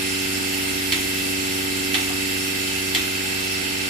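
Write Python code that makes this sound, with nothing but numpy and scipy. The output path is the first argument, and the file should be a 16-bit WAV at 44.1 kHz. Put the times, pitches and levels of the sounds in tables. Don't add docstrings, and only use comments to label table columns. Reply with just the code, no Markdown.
import sys
import numpy as np
from scipy import signal
from scipy.fft import rfft, irfft
from scipy.io import wavfile
from scipy.ndimage import uniform_filter1d, map_coordinates

SR = 44100
rng = np.random.default_rng(int(sys.argv[2]) if len(sys.argv) > 2 else 0)


def dump_mix(stems):
    frames = np.atleast_2d(stems).T
    limited = np.clip(frames, -1, 1)
    pcm = np.round(limited * 32767).astype(np.int16)
    wavfile.write(sys.argv[1], SR, pcm)


N = 171549

NEAR_MONO_HZ = 800


def gain_of(db):
    return 10 ** (np.asarray(db) / 20)


def evened(x):
    return x / np.sqrt(np.mean(np.abs(x) ** 2) + 1e-20)


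def read(points, hz):
    f, value = np.transpose(points)
    return np.interp(np.log(hz + 1), np.log(f + 1), value)


def add(mix, s, sound):
    part = mix[:, round(s * SR):][:, :sound.shape[1]]
    part += sound[:, :part.shape[1]]


def narrow(shape, hz, width_hz):
    f = np.fft.rfftfreq(shape[-1], 1 / SR)
    resonance = 1 / (1 + (2 * (f - hz) / width_hz) ** 2)
    return evened(irfft(rfft(rng.standard_normal(shape)) * resonance, shape[-1]))


SHAFT_HZ, SHAFT_WOBBLE_TURNS = 23.776, .003


def shaft_turns():
    t = np.arange(N) / SR
    wander = sum(np.sin(2 * np.pi * (f * t + rng.random())) / f for f in np.geomspace(.15, 2, 8))
    return SHAFT_HZ * t + SHAFT_WOBBLE_TURNS * evened(wander)


VANES, TOP_ORDER = 4, 330
REST_SPREAD_DB, VANE_DB = 5, 2.5
PULSE_START, PULSE_SLIP = -2.2, -.1
WAVER_LOW, WAVER_HIGH, WAVER_FROM_HZ = .04, .5, 900
WAVER_LOUD = .55
HUM_HZ, HUM_WIDTH_HZ = 304, 83
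WHINE_HZ, WHINE_WIDTH_HZ, WHINE_RISE_DB = 2640, 120, 2.5
# [order/multiple of shaft speed, left level/dB, right level/dB]
STRONG_ORDERS = [(4, -42, -42), (5, -58, -59), (6, -60, -60), (7, -49, -50), (8, -41, -42), (9, -51, -53),
                 (10, -51, -51), (11, -51, -49), (12, -32, -33), (13, -57, -73), (15, -58, -56),
                 (16, -37, -35), (17, -62, -61), (18, -56, -53), (19, -60, -53), (20, -46, -46),
                 (24, -47, -47), (27, -65, -60), (28, -46, -55), (29, -64, -56), (30, -59, -66),
                 (32, -53, -44), (33, -60, -69), (34, -61, -60), (40, -60, -62), (41, -63, -78),
                 (44, -58, -56), (45, -73, -62), (48, -57, -55), (50, -58, -57), (52, -53, -51),
                 (55, -59, -54), (56, -59, -53), (59, -53, -48), (60, -56, -54), (64, -52, -47),
                 (65, -74, -54), (67, -48, -56), (68, -50, -65), (72, -58, -48), (80, -52, -47),
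                 (84, -50, -44), (85, -49, -54), (88, -40, -43), (95, -56, -42), (96, -53, -43),
                 (99, -57, -48), (100, -51, -59), (104, -65, -48), (107, -52, -44), (108, -51, -43),
                 (111, -45, -44), (112, -44, -35), (113, -54, -42), (115, -48, -53), (116, -50, -52),
                 (120, -48, -56), (124, -58, -46), (132, -50, -44), (135, -59, -48), (139, -52, -52),
                 (140, -49, -44), (141, -62, -51), (148, -60, -51), (168, -54, -50), (178, -73, -50),
                 (179, -56, -67), (180, -56, -49), (184, -52, -46), (185, -58, -50), (188, -51, -50),
                 (190, -58, -46), (192, -55, -51), (196, -53, -60), (197, -55, -54), (200, -55, -58),
                 (201, -59, -54), (208, -57, -54), (209, -65, -54), (219, -59, -53), (224, -56, -51),
                 (225, -74, -54), (226, -55, -56), (229, -55, -59), (232, -55, -73), (317, -53, -52)]
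# [f/Hz, level/dB]
OTHER_ORDERS = [(30, -73), (500, -63.5), (1200, -50.5), (2500, -53), (3600, -48.5), (5000, -54.5),
                (6000, -57.5), (8000, -50)]
# [f/Hz, lag/rad]
PORT_PHASE_LAG = [(100, .1), (190, .65), (380, 1.1), (480, 1.6), (570, 2.75), (680, 2.6), (780, 3.8)]
IN_STEP_ORDERS = [88, 112, 120, 184]
OPPOSED_ORDERS = [52, 59, 64, 80, 84, 95, 108]
# [t/s, level/dB]
HUM_COURSE = [(0, 0), (.5, 0.5), (2.2, 1.2), (2.6, -1.5), (3.2, -3.5), (3.89, -4.5)]


def pump(turns):
    size, count = 16384, 24
    k = np.arange(TOP_ORDER + 1)
    hz = k * SHAFT_HZ
    near_mono = hz < NEAR_MONO_HZ
    is_vane = k % VANES == 0

    db = read(CASING_CURVE, hz) + read(OTHER_ORDERS, hz) + VANE_DB * is_vane
    db = db + read(PORT_BALANCE, hz) * np.array([[.5], [-.5]])
    db = db + REST_SPREAD_DB * rng.standard_normal(db.shape)
    strong = np.array(STRONG_ORDERS)
    listed = np.round(strong[:, 0]).astype(int)
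    db[:, listed] = strong[:, 1:].T

    phase = 2 * np.pi * rng.random(db.shape)
    phase[1] = np.where(is_vane & (k <= VANES ** 2), PULSE_START + PULSE_SLIP * k, phase[1])
    phase[0] = np.where(near_mono, phase[1] - read(PORT_PHASE_LAG, hz), phase[0])
    phase[0, IN_STEP_ORDERS] = phase[1, IN_STEP_ORDERS]
    phase[0, OPPOSED_ORDERS] = phase[1, OPPOSED_ORDERS] + np.pi * .8

    depth = WAVER_LOW + WAVER_HIGH * hz / (hz + WAVER_FROM_HZ)
    depth = depth * np.where(np.isin(k, listed), WAVER_LOUD, 1)
    shape = (2, count, len(k))
    drift = rng.standard_normal(shape) + 1j * rng.standard_normal(shape)
    drift = np.where(near_mono, drift[:1], drift) * depth / np.sqrt(2)

    hum_db = np.interp(np.linspace(0, N / SR, count), *np.transpose(HUM_COURSE))[:, None]
    whine_db = WHINE_RISE_DB * np.linspace(-.5, .5, count)[:, None]
    fade_db = hum_db * np.exp(-((hz - HUM_HZ) / HUM_WIDTH_HZ) ** 2)
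    fade_db += whine_db * np.exp(-((hz - WHINE_HZ) / WHINE_WIDTH_HZ) ** 2)

    steady = gain_of(db) * np.exp(1j * phase) * (k > 0)
    lines = steady[:, None] * (1 + drift) * gain_of(fade_db)
    tables = irfft(lines, size) * size / np.sqrt(2)
    tables = np.concatenate([tables, tables[..., :1]], axis=-1)
    where = [np.linspace(0, count - 1, N), turns % 1 * size]
    return np.array([map_coordinates(table, where, order=1) for table in tables])


RING_DB, RING_RISE_S = -9, .0006
PUFF_DB, PUFF_T60_S, TAIL_DB, TAIL_T60_S = -15, 0.24, -18.5, 0.49
TICK_DB, TICK_T60_S = -15, .035
KNOCK_HZ, KNOCK_DB, KNOCK_RISE_S, KNOCK_T60_S = 322, -19.5, .03, .32
# [t/s, level/dB, left minus right/dB]
VALVE_CLACKS = [(0.9215, -8, -1.5), (1.943, -8.5, -1.5), (2.9479, -7.5, -2.0)]
# [f/Hz, level/dB per Hz]
CLACK_CURVE = [(290, -41), (500, -27.5), (1550, -10.5), (1880, -5), (2250, -2), (3150, -5), (3780, -3),
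               (4530, -13.5), (5350, -12.5), (8840, -15), (11000, -21.5), (14000, -18.5)]
# [f/Hz, level/dB, t60/s]
HOUSING_MODES = [(1976, -1.5, 0.027), (2242, -11.5, .025), (3046, -1, 0.041), (3400, -1.5, 0.029),
                 (4036, -3, .022), (4440, -3, 0.029), (5400, -12, 0.018), (7260, -13, .015)]
# [delay/s, level/dB]
SLIDE_BOUNCES = [(0, 0), (.0035, -6), (.009, -2), (.021, -7), (.036, -10)]


def clack(start, level_db, pan_db):
    t = np.arange(SR // 2) / SR
    hits = np.zeros((2, len(t)))
    for delay, db in SLIDE_BOUNCES:
        moment = delay * rng.uniform(0.75, 1.15) + 1e-4
        sign = rng.choice([-1., 1.], (2, 1)) if delay else np.ones((2, 1))
        add(hits, moment, gain_of(db) * sign)

    ring = np.zeros(len(t))
    for k, (hz, db, t60) in enumerate(HOUSING_MODES):
        tone = np.sin(2 * np.pi * hz * rng.uniform(1.0, 1.03) * t)
        ring += gain_of(db - 60 * t / t60) * (-1) ** k * tone
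    ring *= np.minimum(t / RING_RISE_S, 1)

    curve = gain_of(read(CLACK_CURVE, np.fft.rfftfreq(len(t), 1 / SR)))
    noise = evened(irfft(rfft(rng.standard_normal(hits.shape)) * curve, len(t)))
    puff_and_tail = gain_of(PUFF_DB - 60 * t / PUFF_T60_S) + gain_of(TAIL_DB - 60 * t / TAIL_T60_S)
    tick = evened(np.diff(rng.standard_normal((2, len(t) + 1))))

    body = gain_of(RING_DB) * signal.fftconvolve(hits, ring[None], axes=1)[:, :len(t)]
    body += noise * puff_and_tail * np.minimum(t / .0005, 1)
    body += tick * gain_of(TICK_DB - 60 * t / TICK_T60_S)
    knock = np.sin(2 * np.pi * KNOCK_HZ * t) * gain_of(KNOCK_DB - 60 * t / KNOCK_T60_S)
    knock *= np.minimum(t / KNOCK_RISE_S, 1)
    return start, gain_of(level_db) * (body * gain_of([[pan_db / 2], [-pan_db / 2]]) + knock)


RATTLE_T60_S = 0.43
# [f/Hz, width/Hz, level/dB]
RATTLE_RESONANCES = [(755, 97, 1.5), (960, 270, -2), (1230, 230, 0)]
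# [t/s, level/dB]
HOSE_JOLTS = [(.922, -45), (1.943, -37), (2.09, -41), (2.949, -43)]


def rattle(start, db):
    t = np.arange(SR // 2) / SR
    shake = sum(gain_of(band_db) * narrow((2, len(t)), hz, width)
                for hz, width, band_db in RATTLE_RESONANCES)
    return start, shake * gain_of(db - 60 * t / RATTLE_T60_S) * np.minimum(t / 0.011, 1)


AIR_DB, TREBLE_HZ = -27, 5830
PATCHY_DB, FLICKER_DB = 2, 0.93
VANE_PUFF, TURN_PUFF = 0.057, 0.049
RIPPLE_DB, RIPPLE_HZ = 1.3, 45
# [f/Hz, level/dB per Hz]
CASING_CURVE = [(32, -8), (37, -14), (83, -6.5), (134, -15), (180, -13.5), (226, -15.5), (296, -10),
                (390, -14.5), (419, -16.5), (699, -15), (869, -6.5), (985, -17), (1415, -9.5), (1841, -7.5),
                (1940, -3), (2199, -10), (2672, -0.5), (2866, -6), (3100, -4.5), (3200, -8), (3577, -9.5),
                (5359, -6), (6454, -12.5), (7528, -8.5), (8330, -12.5), (8976, -11.5), (9138, -8.5),
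                (9329, -7), (9547, -10.5), (10422, -9), (10545, -12), (14136, -12)]
# [t/s, middle level/dB, treble level/dB]
AIR_COURSE = [(0.0, -28.5, -35.5), (1.2, -29.5, -35), (1.77, -30, -35.5), (2.1, -29, -35),
              (3.52, -29.5, -36.5), (3.62, -29.5, -37), (3.89, -29, -37.5)]
# [f/Hz, correlation/1]
PORT_LIKENESS = [(30, .998), (80, .996), (130, .92), (290, .6), (620, -.34), (1360, -.3), (2980, .2),
                 (6500, .1), (14200, .05)]
# [f/Hz, left minus right/dB]
PORT_BALANCE = [(32, 4), (300, -19), (900, 0.5), (2400, -4), (3900, -1), (6100, -1), (7400, -1), (9200, -3),
                (14300, -.5)]
# [f/Hz, width/Hz, level/dB]
AIR_MOANS = [(37.8, 5.5, -62.5), (65.5, 3, -53.5), (865, 14, -58.5), (2070, 53, -47.5), (2686, 100, -44.5),
             (4340, 160, -47.5), (5355, 220, -46.5), (9320, 50, -49)]


def air(turns):
    frames, hz = N // 256 + 5, np.fft.rfftfreq(1024, 1 / SR)
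    a, b, c, d, patches = rng.standard_normal((frames, 513, 5)).T
    patches = evened(uniform_filter1d(uniform_filter1d(patches, 10, 0), 12, 1))
    flicker = evened(uniform_filter1d(rng.standard_normal((frames, 513)), 120, 1)).T
    s, *bands = np.transpose(AIR_COURSE)
    frame_s = np.arange(frames) * 256 / SR
    middle, treble = (np.interp(frame_s, s, db - db.mean()) for db in bands)
    level_db = np.where(hz[:, None] < TREBLE_HZ, middle * (hz[:, None] > NEAR_MONO_HZ), treble)
    level_db = level_db + PATCHY_DB * patches + FLICKER_DB * flicker
    z = np.array([a + 1j * b, c + 1j * d]) * gain_of(level_db)
    white = rfft(signal.istft(z, nperseg=1024, noverlap=768)[1][:, :N])

    f = np.fft.rfftfreq(N, 1 / SR)
    same = np.clip(read(PORT_LIKENESS, f), -1, 1)
    pair = np.array([white[0], same * white[0] + np.sqrt(1 - same ** 2) * white[1]])

    span = round(RIPPLE_HZ * N / SR)
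    ripple = uniform_filter1d(rng.standard_normal((2, len(f))), span)
    ripple = evened(uniform_filter1d(ripple, span)) * (f > NEAR_MONO_HZ)
    balance = read(PORT_BALANCE, f) * np.array([[.5], [-.5]])
    curve = gain_of(RIPPLE_DB * ripple + read(CASING_CURVE, f) + balance)
    low_cut = f ** 4 / (f ** 4 + 27.0 ** 4)
    rush = evened(irfft(pair * curve * low_cut, N))

    puff = 1 + VANE_PUFF * np.cos(2 * np.pi * VANES * turns) + TURN_PUFF * np.cos(2 * np.pi * turns)
    moans = sum(gain_of(db) * narrow((1, N), hz, width) for hz, width, db in AIR_MOANS)
    return gain_of(AIR_DB) * puff * rush + moans


def scene():
    turns = shaft_turns()
    mix = pump(turns) + air(turns)
    for row in VALVE_CLACKS:
        add(mix, *clack(*row))
    for row in HOSE_JOLTS:
        add(mix, *rattle(*row))
    return mix


EDGE_HZ = 14330


def record(dry):
    low_pass = signal.firwin(1535, EDGE_HZ, window=("kaiser", 13), fs=SR)
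    return signal.oaconvolve(dry, low_pass[None], "same")


dry = scene()
out = record(dry)
dump_mix(out)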